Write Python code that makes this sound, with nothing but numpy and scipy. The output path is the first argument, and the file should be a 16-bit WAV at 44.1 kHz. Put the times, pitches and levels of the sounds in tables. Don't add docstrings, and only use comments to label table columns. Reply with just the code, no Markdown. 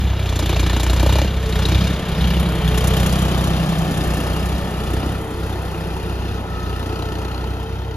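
import sys
import numpy as np
from scipy import signal
from scipy.fft import rfft, irfft, next_fast_len
from scipy.io import wavfile
from scipy.ndimage import uniform_filter1d

SR = 44100
rng = np.random.default_rng(int(sys.argv[2]) if len(sys.argv) > 2 else 0)


def write(x):
    x = np.atleast_2d(x).T
    wavfile.write(sys.argv[1], SR, np.round(np.clip(x, -1, 1) * 32767).astype(np.int16))


N = 351036
TIME = np.arange(N) / SR
LONG = next_fast_len(N)
CYLINDERS_DB = [-2.5, 0, 0.5]
KNOCK_CYLINDERS_DB = [2, 0.5, 1.1]
# mode_hz, width_hz
AIR_BOX = (321.5, 145)


def gain_of(db):
    return 10 ** (np.asarray(db) / 20)


def evened(x):
    return x / np.sqrt(np.mean(x ** 2) + 1e-20)


def curves(rows):
    s, *columns = np.transpose(rows)
    return [np.interp(TIME, s, c) for c in columns]


def over_hz(rows):
    f, *columns = np.transpose(rows)
    bins = np.log(np.fft.rfftfreq(LONG, 1 / SR) + 1)
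    return [np.interp(bins, np.log(f + 1), c) for c in columns]


def noise(spectrum):
    real, imaginary = rng.standard_normal((2, 2, LONG // 2 + 1))
    bins = (real + 1j * imaginary) * gain_of(over_hz(spectrum)[0])
    return evened(irfft(bins, LONG)[:, :N])


def wander(points):
    return np.interp(TIME, np.linspace(0, TIME[-1], num=points), rng.standard_normal(size=points))


def resonate(x, hz, width):
    turn = np.exp(2j * np.pi * np.cumsum(hz * np.ones(N)) / SR)
    r = np.exp(-np.pi * width / SR)
    return 2 * (turn * signal.lfilter([1 - r], [1, -r], x / turn)).real


def whine(hz, db, width):
    once = resonate(rng.standard_normal((2, N)), hz, width)
    return gain_of(db) * evened(resonate(once, hz, width))


def ring(x, hz, width):
    return evened(signal.lfilter(*signal.iirpeak(hz, hz / width, fs=SR), x))


def per_firing(count, spread_db, cylinders_db=CYLINDERS_DB):
    whole = np.floor(count).astype(int) + 3
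    chance = spread_db * np.clip(rng.standard_normal(whole.max() + 1), -2, 2)
    return gain_of(chance[whole] + np.take(cylinders_db, whole % 3))


def beat(count, lag, spread_db, sharp, hold, fall, spike=0):
    jitter = 0.012
    late = np.interp(count, np.arange(300), rng.standard_normal(300)) * jitter
    fired = count - lag - late
    part = fired % 1
    burst = per_firing(fired, spread_db, KNOCK_CYLINDERS_DB) * np.exp(-np.maximum(part - hold, 0) / fall)
    burst = burst * (1 + spike * np.exp(-part / 0.068))
    sharp = np.clip(sharp, 0, 1)
    return uniform_filter1d(np.sqrt(1 - sharp + sharp * evened(burst) ** 2), size=24)


def governor(speed):
    set_per_s, cut_per_s, lag_s = 31.54, 31.83, 0.14
    # time_s, boom_db, overtones_db (over the boom), bark_db,
    # knock_db, hiss_db, roar_db, bonnet_crack_db, air_box_thud_db
    at_set_speed = [(0, -9.5, -7, -22, -32.5, -77, -31.5, -43, -31),
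                    (.33, -21, -0.5, -33, -37, -42, -28.5, -37, -36),
                    (.6, -17.5, -8, -24, -32.5, -42, -28, -54, -51),
                    (.92, -16.5, -10, -29, -34, -40.5, -27.5, -50, -52),
                    (1.15, -14.5, -6, -27, -30.5, -36.5, -25.5, -46, -51),
                    (1.3, -16.5, -11.5, -28.5, -34.5, -51, -29.5, -43, -35),
                    (1.42, -11.5, -10, -25, -30, -45, -30.5, -46, -33),
                    (1.55, -16.5, -5, -27, -34.5, -41, -27, -45, -37.5),
                    (1.75, -15.5, -6, -22, -31, -40, -25.5, -42, -35),
                    (2.05, -19, -10, -25, -32.5, -41.5, -27, -48, -44),
                    (2.35, -16.5, -13, -22, -33.5, -38, -25, -55, -39),
                    (2.65, -16.5, -10, -23, -35.5, -38, -25, -41, -55),
                    (3.0, -18, -6.5, -20.5, -33, -32, -23.5, -32, -43),
                    (3.35, -19.5, -8, -23, -35, -36.5, -23.5, -35, -53),
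                    (3.7, -22.5, -11, -24.5, -35.5, -37, -25.5, -36, -57),
                    (4.05, -23.5, -6, -26.5, -36.5, -36.5, -24.5, -39, -49),
                    (4.4, -23.5, -6.5, -25, -38, -39, -26, -41, -58),
                    (5.1, -24.5, -4.5, -30.5, -40, -42, -27.5, -41, -36),
                    (5.3, -26.5, -2, -36.5, -40.5, -42.5, -29.5, -53, -34),
                    (5.6, -25, -3.5, -35, -41, -44, -29.5, -34, -55),
                    (6.0, -26, -4, -34.5, -41.5, -45, -30, -39, -53),
                    (6.5, -24.5, -2.5, -36.5, -41, -48.5, -30.5, -65, -52),
                    (7.0, -26.5, -4.5, -36, -42.5, -47.5, -31, -41, -40),
                    (7.5, -25.5, -5, -36.5, -44.5, -50, -31, -42, -41.5),
                    (7.96, -28, 0.5, -41, -47, -56, -35, -38, -67)]
    # slope_db per firing/s over the set rate, further drop_db over the cut rate
    responses = [(-0.1, -4.5), (-1.6, 3.5), (2, -6), (-0.5, -3.5), (-1.5, 0.5), (-0.5, 1.1), (-3.5, -18),
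                 (-4.5, -2.5)]
    seen = np.interp(TIME - lag_s, TIME, speed)
    over = seen - set_per_s
    cut = np.maximum(seen - cut_per_s, 0)
    levels = [db + slope * over + drop * cut for db, (slope, drop) in zip(curves(at_set_speed), responses)]
    return levels, over


def drone():
    # time_s, centre_hz, level_db
    drone_band = [(3.5, 290, -59), (3.85, 296, -35), (4.2, 290, -37.5), (4.55, 295, -37), (4.8, 330, -48),
                  (5.2, 350, -42), (6.0, 348, -38), (6.5, 352, -55)]
    return whine(*curves(drone_band), 44)


def gears():
    # time_s, pitch_hz, level_db
    gear_tone = [(5.8, 1280, -72), (6.42, 1300, -50), (6.52, 1290, -43), (6.78, 1283, -44.5),
                 (7.15, 1315, -46), (7.28, 1300, -45), (7.5, 1320, -47), (7.7, 1350, -51),
                 (7.96, 1380, -58)]
    # offset_hz above the whine, width_hz, level_db relative to it
    above_hz, width, shoulder_db = (136, 91, -10)
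    fuzz_width_hz, waver_hz = 46, 5
    hz, db = curves(gear_tone)
    tone = np.sqrt(2) * np.sin(2 * np.pi * np.cumsum(hz + waver_hz * wander(160)) / SR)
    shoulder = whine(hz + above_hz, db + shoulder_db, width)
    return shoulder + whine(hz, db, fuzz_width_hz) + gain_of(db) * tone


def pump(count):
    # time_s, housing_db, tone_db
    pump_levels = [(0, -43, -51), (.3, -38, -44), (.95, -45, -35), (1.25, -41, -57), (1.45, -37.5, -36),
                   (1.8, -37, -44), (2.1, -42, -43), (2.45, -46, -44), (2.6, -48, -32.5),
                   (2.93, -36, -33.5), (3.05, -44, -39), (3.3, -54, -48), (4.0, -41, -50), (4.5, -48, -47),
                   (4.85, -38, -52), (5.3, -42, -37.5), (5.7, -40, -46), (6.1, -44, -37), (6.5, -45, -51),
                   (7.05, -36, -38), (7.5, -50, -41), (7.96, -39.5, -43.5)]
    housing_hz, drift_hz, width_hz = 436.2, 3.4, 24.5
    strokes_per_firing, flicker_db = 14, 2.2
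    db, tone_db = curves(pump_levels)
    flicker = flicker_db * wander(90)
    housing = whine(housing_hz + drift_hz * wander(40), db, width_hz)
    tone = np.sqrt(2) * np.sin(2 * np.pi * strokes_per_firing * count)
    return housing + gain_of(tone_db + flicker) * tone


def roar(count, sharp, nose, rear):
    # frequency_hz, density_db (relative)
    roar_nose = [(130, -4), (215, -0.5), (259, -7), (394, -4), (437, -30), (484, -7.5), (588, -7.5),
                 (972, -13.5), (1100, -12), (1890, -16), (2500, -19.5), (3250, -14), (4300, -28.5),
                 (6000, -52), (7500, -45), (9000, -120)]
    # frequency_hz, density_db (relative)
    roar_tail = [(130, -2.5), (215, -2), (270, -4), (350, -2), (428, -3), (514, -3.5), (800, -7),
                 (1130, -10.5), (1310, -9.5), (1610, -17), (1800, -15.5), (2170, -22.5), (2500, -27),
                 (3250, -21), (5500, -120)]
    colour = nose * noise(roar_nose) + rear * noise(roar_tail)
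    return colour * beat(count, 0.299, 2.5, 0.32 * sharp ** 2, 0.18, 0.16)


def exhaust_hiss(count, sharp):
    # frequency_hz, density_db (relative)
    hiss_colour = [(3500, -48), (5000, -3), (7000, 2.5), (8500, 2.5), (11000, -1), (13500, -8),
                   (15700, -6.5)]
    # time_s, level_db
    low_hiss = [(0, 9), (1.2, 2.5), (1.9, 2), (2.3, -15), (2.7, 0), (3.2, -1), (4.5, -3), (5.5, -5.5),
                (6.5, -4), (7.96, -1)]
    x = noise(hiss_colour)
    low = signal.sosfiltfilt(signal.butter(4, 7500, fs=SR, output="sos"), x)
    x = x + (gain_of(curves(low_hiss)[0]) - 1) * low
    return x * beat(count, 0.32, 3.1, sharp, 0.28, 0.22, spike=0.37)


def injectors(count):
    # time_s, level_db
    tick_level = [(0, -68), (4, -60), (5.5, -71), (6.5, -63), (6.75, -47), (7.1, -47), (7.45, -47.5),
                  (7.7, -59), (7.96, -48)]
    # mode_hz, width_hz, level_db (relative)
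    tick_modes = [(2930, 180, 2), (4150, 98, -2), (4600, 160, -5), (5430, 200, -11), (6200, 200, -8)]
    puff = rng.standard_normal((2, N)) * np.exp(-((count - .31) % 1) / 0.14)
    rings = 0
    for hz, width, db in tick_modes:
        strength = per_firing(count - .2, 1.5, KNOCK_CYLINDERS_DB)
        rings = rings + gain_of(db) * strength * ring(puff, hz, width)
    return gain_of(curves(tick_level)[0]) * evened(rings)


def valve_gear(count, sharp, tail):
    # mode_hz, width_hz, nose_on_db, side_on_db, tail_on_db (relative)
    block_modes = [(1778, 27, -1, -3, 4), (2446, 100, -3.5, -13, -1), (2760, 120, -32, -16, -3),
                   (2810, 48, -1, -2, 3.5), (3150, 75, -6.5, 5.5, -6.5), (3480, 34, 0.5, -3.5, 1),
                   (3680, 74, -1.5, 3.5, -4), (3853, 56, 1, -6, -3.5), (4210, 53, -2.5, -4.5, -8),
                   (4640, 240, -10.5, 0, -7.5), (5130, 32, -5.5, -8, -5.5), (6500, 74, 0.5, -22.5, -8.5)]
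    ticks_per_s, spread_db = 30, 6
    envelope = beat(count, .3, 0.52, sharp, 0.1, 0.34, spike=1.1)
    chance = envelope ** 2 * ticks_per_s * len(block_modes) / SR
    hit, size, which = rng.random((3, 2, N), dtype=np.float32)
    ticks = (hit < chance) * gain_of(spread_db * size)
    mode = np.floor(which * len(block_modes))
    out = 0
    for k, (hz, width, *db) in enumerate(block_modes):
        level = gain_of(np.interp(2 * tail, range(len(db)), db))
        out = out + level * ring(ticks * (mode == k), hz, width)
    return out / np.sqrt(len(block_modes))


def raps():
    # start_s, level_db (before the 7 dB cut below), pitch_hz, spit_db
    rap_list = [(0.1923, -27, 2520, -38), (0.2252, -26, 3120, -48), (0.2577, -25, 2740, -44),
                (0.2896, -19, 3490, -46), (0.3584, -25, 3530, -43), (0.3899, -19, 3520, -28),
                (0.4243, -26, 3410, -40), (0.4582, -18, 3470, -29), (0.564, -15, 2710, -36),
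                (0.5939, -19, 3800, -35), (0.6293, -22, 3670, -38), (0.6957, -17, 4070, -38),
                (0.7306, -26, 3750, -38), (0.8044, -18, 3570, -32), (0.8972, -14, 3800, -37),
                (0.9316, -21, 3440, -39), (0.9621, -25, 3720, -36), (0.995, -16, 3790, -38),
                (1.0279, -23, 3890, -27), (1.0623, -23, 3070, -35), (1.0918, -23, 2780, -31),
                (1.1232, -19, 3480, -34), (1.1546, -16, 4100, -34), (1.184, -19, 3680, -30),
                (1.5248, -17, 3870, -44), (1.5547, -21, 3640, -34), (1.5926, -21, 3530, -45),
                (1.6201, -18, 3420, -42), (1.6525, -9, 3840, -41), (1.6854, -19, 2780, -42),
                (1.7463, -13, 3570, -37), (1.8066, -18, 3230, -39), (1.8391, -23, 2790, -39),
                (2.1154, -22, 3600, -44), (2.2087, -18, 3600, -37), (2.2416, -15, 3190, -42),
                (2.303, -17, 2890, -33), (2.3389, -16.5, 3000, -40), (2.6767, -13.5, 3380, -31),
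                (2.7739, -19, 3350, -30), (2.8069, -16.5, 3080, -31), (2.8722, -20, 2760, -34),
                (2.9061, -19, 2920, -34), (2.9376, -15, 2940, -34), (2.9665, -16, 3000, -26),
                (2.9994, -27, 3150, -38), (3.0603, -19, 3330, -34), (3.4394, -23, 3250, -39),
                (0.4394, -20, 2930, -37), (0.4918, -18, 2800, -29), (0.5144, -22, 3150, -42),
                (0.5274, -24, 3630, -34), (0.5444, -19, 3750, -41), (0.6624, -23, 3670, -38),
                (0.7454, -19, 3730, -46), (0.7632, -23, 2760, -35), (0.8314, -28, 3890, -40),
                (0.8649, -24, 2940, -35), (2.2722, -17, 3220, -40), (2.3944, -26, 3650, -43),
                (2.6194, -21, 3030, -40), (2.6444, -23, 3030, -36), (2.7157, -22, 3670, -37),
                (2.7432, -20, 2970, -34), (2.8424, -22, 3010, -34), (6.5996, -35, 3480, -50),
                (6.6615, -35, 3520, -48), (6.6944, -35, 4600, -45), (6.7942, -32, 3570, -44),
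                (6.8271, -31, 3830, -45), (6.859, -32, 3540, -45), (6.9558, -30, 4700, -48),
                (6.9892, -34, 3690, -46), (7.0221, -22, 4000, -46), (7.0536, -31, 3530, -49),
                (7.0865, -31, 4150, -49), (7.1528, -33, 4120, -47), (7.2476, -33, 4150, -49),
                (7.2806, -34, 4200, -49), (7.316, -32, 4190, -51), (7.3434, -29, 4150, -50),
                (7.3783, -32, 4150, -50), (7.4412, -33, 4280, -49), (7.5963, -36, 4000, -52),
                (7.6273, -37, 3530, -51)]
    rap_t60_s, spit_t60_s, rap_db = 0.047, 0.046, -7
    out, t = np.zeros((2, N)), np.arange(1200) / SR
    shape = (1 - np.exp(-t / 0.00032)) * gain_of(rap_db - 60 * t / rap_t60_s)
    treble = signal.butter(3, 7800, "high", fs=SR)
    rattles = rng.standard_normal((len(rap_list), 2, len(t)))
    for (s, db, hz, spit_db), rattle in zip(rap_list, rattles):
        band = evened(signal.lfilter(*signal.butter(2, [0.885 * hz, 1.13 * hz], "band", fs=SR), rattle))
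        spit = evened(signal.lfilter(*treble, rattle)) * gain_of(spit_db - 60 * t / spit_t60_s)
        rap = gain_of(db) * shape * (np.sin(2 * np.pi * hz * t) + 0.67 * band)
        out[:, round(s * SR):][:, :len(t)] += rap + spit
    return out


def clanks():
    # start_s, strike_db (before the 13 dB cut below), air_box_db,
    # lower_panel_db, lower_panel_hz, upper_panel_db, upper_panel_hz
    clank_list = [(0.393, -15, -38, -32, 606, -32.5, 972), (0.426, -21, -26, -35, 649, -44, 770),
                  (0.46, -14, -26, -32, 592, -36, 762), (0.495, -12, -35, -36, 587, -38, 980),
                  (0.529, -18, -31, -39, 452, -33, 800), (0.565, -16, -38, -32, 674, -35, 977),
                  (0.597, -24, -30, -38, 592, -41, 1020), (0.631, -20, -28, -45, 452, -32, 934),
                  (0.665, -24, -29, -45, 452, -37, 885), (0.698, -20, -35, -37, 664, -32, 945),
                  (0.731, -20, -26, -34, 598, -34, 982), (0.766, -16, -32, -37, 730, -29, 912),
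                  (0.798, -14, -34, -38, 656, -30, 860), (0.833, -18, -28, -33, 643, -33, 912),
                  (0.865, -20, -32, -35, 662, -29, 900), (0.899, -20, -35, -36, 638, -36, 842),
                  (0.933, -11, -31, -31, 511, -31, 955), (0.966, -19, -32, -33, 544, -40, 969),
                  (0.998, -12, -43, -41, 503, -34, 875), (1.03, -12, -21.5, -28, 579, -26, 900),
                  (1.063, -18, -34, -20.5, 545, -27.5, 837), (1.093, -15, -27.5, -27, 526, -25, 890),
                  (1.125, -12, -27.5, -29, 452, -34, 1000), (1.156, -11, -29, -25, 620, -27, 855),
                  (1.186, -8, -35, -31, 641, -25.5, 830), (1.217, -5, -24.5, -24, 550, -33, 797),
                  (1.246, -12, -30.5, -28, 450, -39, 845), (4.045, -19, -32, -37, 694, -40, 770)]
    panel_t60_s, thump_t60_s, thump_rise_s = 0.02, 0.069, 0.002
    clack_db, clack_t60_s = -13, 0.014
    out, t = np.zeros(N), np.arange(2000) / SR

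    def struck(hz, rise_s, t60):
        tone = (1 - np.exp(-t / rise_s)) * gain_of(-60 * t / t60) * np.sin(2 * np.pi * hz * t)
        return tone / np.sqrt(np.mean(tone[:SR // 50] ** 2))

    strikes = rng.standard_normal((len(clank_list), len(t)))
    strikes = signal.lfilter(*signal.butter(2, 4500, fs=SR), strikes)
    for (s, db, box_db, low_db, low_hz, high_db, high_hz), strike in zip(clank_list, strikes):
        tones = gain_of(low_db) * struck(low_hz, 0.00093, panel_t60_s)
        tones = tones + gain_of(high_db) * struck(high_hz, 0.001, panel_t60_s)
        tones = tones + gain_of(box_db) * struck(AIR_BOX[0], thump_rise_s, thump_t60_s)
        clack = gain_of(db + clack_db - 60 * t / clack_t60_s) * evened(strike)
        out[round(s * SR):][:len(t)] -= tones + clack
    return out


def bonnet(count, crack_db, thud_db):
    # mode_hz, width_hz, level_db (relative)
    panel_modes = [(520, 190, -10.5), (720, 490, -8.5), (867, 36, -17)]
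    thud_cylinders_db = [1.5, 0, 2.5]
    blow = -np.diff(np.floor(count - .38), prepend=-1)
    rattle = 1.14 * rng.standard_normal((2, N)) * beat(count, 0.367, 0.46, 0.65, 0.029, 0.045)
    slap = evened(blow) + rattle
    rings = 0
    for hz, width, db in panel_modes:
        mode = ring(ring(slap, hz, width), hz, 2 * width)
        rings = rings + gain_of(db) * per_firing(count - .3, 2.5) * mode
    strength = uniform_filter1d(per_firing(count - .25, 1.5, thud_cylinders_db), 100)
    thud = strength * ring(ring(slap, *AIR_BOX), *AIR_BOX)
    return gain_of(crack_db) * evened(rings) + gain_of(thud_db) * thud


def knock(count, sharp, nose, rear, tail):
    # frequency_hz, density_db (relative)
    knock_nose = [(760, -3.5), (1300, -15), (1490, -2), (1800, -4), (1970, -14), (2370, 5.5), (2610, -16),
                  (2850, 5), (3110, -11), (3790, 0.5), (5630, -12), (6120, -10.5), (7000, -11.5),
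                  (9100, -65), (15400, -120)]
    # frequency_hz, density_db (relative)
    knock_tail = [(760, -16), (1300, 0), (1610, -1.5), (1750, -11), (2160, -30), (2470, -0.5), (3200, -9.5),
                  (4190, -5.5), (6520, -16), (7000, -37), (9100, -56), (15400, -120)]
    colour = nose * noise(knock_nose) + rear * noise(knock_tail)
    pulsed = colour * beat(count, 0.259, 1.4, 0.68 * sharp ** 0.8, 0.42, 0.6, spike=0.25)
    return pulsed + gain_of(0.04) * valve_gear(count, sharp, tail)


def exhaust(count, boom_db, upper_db, bark_db):
    # camshaft_order, level_db (relative)
    boom_orders = [(4, 30), (5, 27), (6, 48), (7, 31.5), (8, 33.5)]
    # camshaft_order, level_db (relative)
    upper_orders = [(9, 6.5), (12, -3)]
    # camshaft_order, level_db (relative)
    bark_orders = [(15, 5.5), (17, -46), (18, 2.5)]
    # camshaft_order, level_db (relative)
    late_orders = [(12, 1), (14, -3.5), (16, 4), (21, -8), (22, -17)]
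    # frequency_hz, density_db (relative)
    rumble = [(15, -30), (28, -7), (40, 11.5), (60, 12), (130, -11), (200, -28), (260, -26.5)]
    swelling = [5, 7, 12, 15, 16]
    # time_s, then added_db for each of those orders
    order_swell = [(0, -2, -11, -1, -3.5, -3), (1, 13, -2, 2, 0.5, 2), (1.8, 6, -4, -0.5, 0, 0.5),
                   (2.6, 3, 1, 1.5, -0.5, 3), (3.0, 1, -4, 0.5, -1.5, -7), (3.8, 9, -11, 0, 4.5, 4),
                   (4.6, -4, -11, -6.5, -3.5, -4.5), (5.0, 3, 5, 0.5, -0.5, -1.5), (5.8, -6, 1, -5, 3, 3),
                   (6.5, 5, -14, 0, -20, 3.5), (7.96, 5, 4, 2, -14, -1.5)]
    # centre_s, added_db
    dips = [(.67, -2), (.86, -2), (1.66, -5), (2.45, -7), (2.62, -10), (2.8, -6), (3.67, -10), (4.25, -1),
            (6.48, -3), (7.65, -3), (7.88, 0)]
    rumble_db, dip_s = -15, 0.017
    waver_db, waver_per_s = 1.8, 16
    turns, swell = count - .65, dict(zip(swelling, curves(order_swell)))

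    def stack(orders, lead):
        lines = 0
        for k, db in orders:
            phase = 2 * np.pi * round(k) * turns / len(CYLINDERS_DB) + lead
            lines = lines + gain_of(db + swell.get(round(k), 0)) * np.cos(phase)
        return lines / np.sqrt(sum(gain_of(2 * db) / 2 for k, db in orders))

    knots = np.arange(0, TIME[-1] + 1, 1 / waver_per_s)
    pairs = rng.standard_normal((len(knots), 2, 3)).T
    low, high, top = (gain_of(waver_db * np.array([np.interp(TIME, knots, c) for c in pair])) for pair in pairs)
    boom = low * stack(boom_orders, 0.84) + high * gain_of(upper_db) * stack(upper_orders, 0.43)
    boom = boom * uniform_filter1d(per_firing(turns + 0.37, 1.2), 300)
    boom = boom + gain_of(rumble_db) * noise(rumble)
    bark = stack(bark_orders, 0.23) + gain_of(-1.5) * stack(late_orders, 1.37)
    bark = np.sqrt(top) * bark * uniform_filter1d(per_firing(turns + 0.76, 0.25), 300)
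    boom_db = boom_db + sum(db * np.exp(-((TIME - s) / dip_s) ** 2) for s, db in dips)
    return gain_of(boom_db) * boom + gain_of(bark_db) * bark


def ground(x, detour_ms, share):
    dull = signal.lfilter(*signal.butter(1, 4000, fs=SR), x)
    return x - share * np.array([np.interp(TIME - detour_ms / 1000, TIME, c) for c in dull])


def ports(direct, other, wide):
    # frequency_hz, narrow_side_over_mid_db, wide_side_over_mid_db, side_copy_of_mid (0-1), lead_rad
    port_colours = [(60, -32, -19.5, 0.28, 1.8), (290, -44, -14.5, 0, 1.7), (780, -45, -7, 0.88, 0.76),
                    (1660, -5, 2, 1, 1.64), (1750, -35, -6.5, .7, 1.5), (2380, -22, -5, 0.98, 1.38),
                    (3750, -37, 2, 0.59, 0.87), (5000, -7, -2.5, 0.4, -0.85), (6670, 0, -3.5, .6, -1.8),
                    (7464, -5, 4, .3, -0.96), (8190, 21, 87, .3, -1.5), (9070, 5.5, 8.5, 0.21, 1.6),
                    (10800, -6, -8.5, .3, 1.5), (12100, -20, -20, 0, 0), (12900, -14, -12, 0, 0),
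                    (13800, -1, -7, .2, -1.5), (14700, 16, 26, 0, 0), (15700, 30, 30, 0, 0)]
    narrow_db, wide_db, copy, lead = over_hz(port_colours)
    copy, mid = np.clip(copy, 0, 1), rfft(direct, LONG)
    spread = np.exp(1j * lead) * (copy * mid + np.sqrt(1 - copy ** 2) * rfft(other, LONG))
    out = 0
    for db, weight in (narrow_db, 1 - wide), (wide_db, wide):
        share = 1 / np.sqrt(1 + gain_of(2 * db))
        m = irfft(mid * share, LONG)[:N]
        s = irfft(spread * share * gain_of(db), LONG)[:N]
        out = out + weight * np.array([m + s, m - s])
    return out


def scene():
    # time_s, firings_per_s
    engine_speed = [(0.0, 33.41), (0.42, 29.2), (0.99, 30.27), (1.26, 33.92), (1.56, 30.39), (1.89, 33.48),
                    (2.13, 31.37), (2.43, 33.0), (2.67, 30.72), (3.1, 32.1), (3.28, 31.42), (3.77, 32.28),
                    (4.12, 30.24), (4.56, 32.56), (4.88, 30.11), (5.11, 33.58), (5.35, 31.04),
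                    (5.46, 32.28), (6.18, 31.13), (6.3, 33.08), (6.65, 30.11), (7.96, 32.44)]
    # time_s, tail_on (0 nose on, 1 tail on), ground_detour_ms, ground_share,
    # view_spread (held to 0-1)
    stance = [(0, 0.039, 1.8, 0.074, 0.15), (1.1, 0.13, 2.27, 0.06, 0.2), (1.9, 0.23, 2.6, 0.1, 0.5),
              (2.8, 0.29, 2.27, 0.033, 0.69), (3.5, 0.69, 2.05, 0.21, 0.98), (4.5, 0.81, 1.96, 0.16, 0.91),
              (5.3, 0.86, 1.72, 0.23, 0.82), (6.6, 1, 1.74, 0.19, 1.13), (7.96, 0.79, 1.71, 0.37, 1.1)]
    speed = curves(engine_speed)[0]
    count = np.cumsum(speed) / SR
    levels, over = governor(speed)
    boom_db, upper_db, bark_db, knock_db, hiss_db, roar_db, crack_db, thud_db = levels
    tail, detour_ms, share, wide = curves(stance)
    tail = np.clip(tail, 0, 1)
    nose, rear = np.sqrt(1 - tail), np.sqrt(tail)
    sharp = 1 - 0.11 * over - 0.6 * tail
    body = gain_of(roar_db) * roar(count, sharp, nose, rear)
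    body = body + gain_of(knock_db) * knock(count, sharp, nose, rear, tail)
    body = body + injectors(count) + raps() + clanks() + bonnet(count, crack_db, thud_db)
    body = ground(body, detour_ms, share) + drone() + gears() + pump(count)
    air = body + gain_of(hiss_db) * exhaust_hiss(count, sharp)
    air = air + exhaust(count, boom_db, upper_db, bark_db)
    return ports(*air, np.clip(wide, 0, 1))


def record(dry):
    edge_hz = 15725
    lowpass = signal.firwin(511, edge_hz, window=("kaiser", 9), fs=SR)
    return signal.oaconvolve(dry, lowpass[None], "same")


dry = scene()
out = record(dry)
write(out)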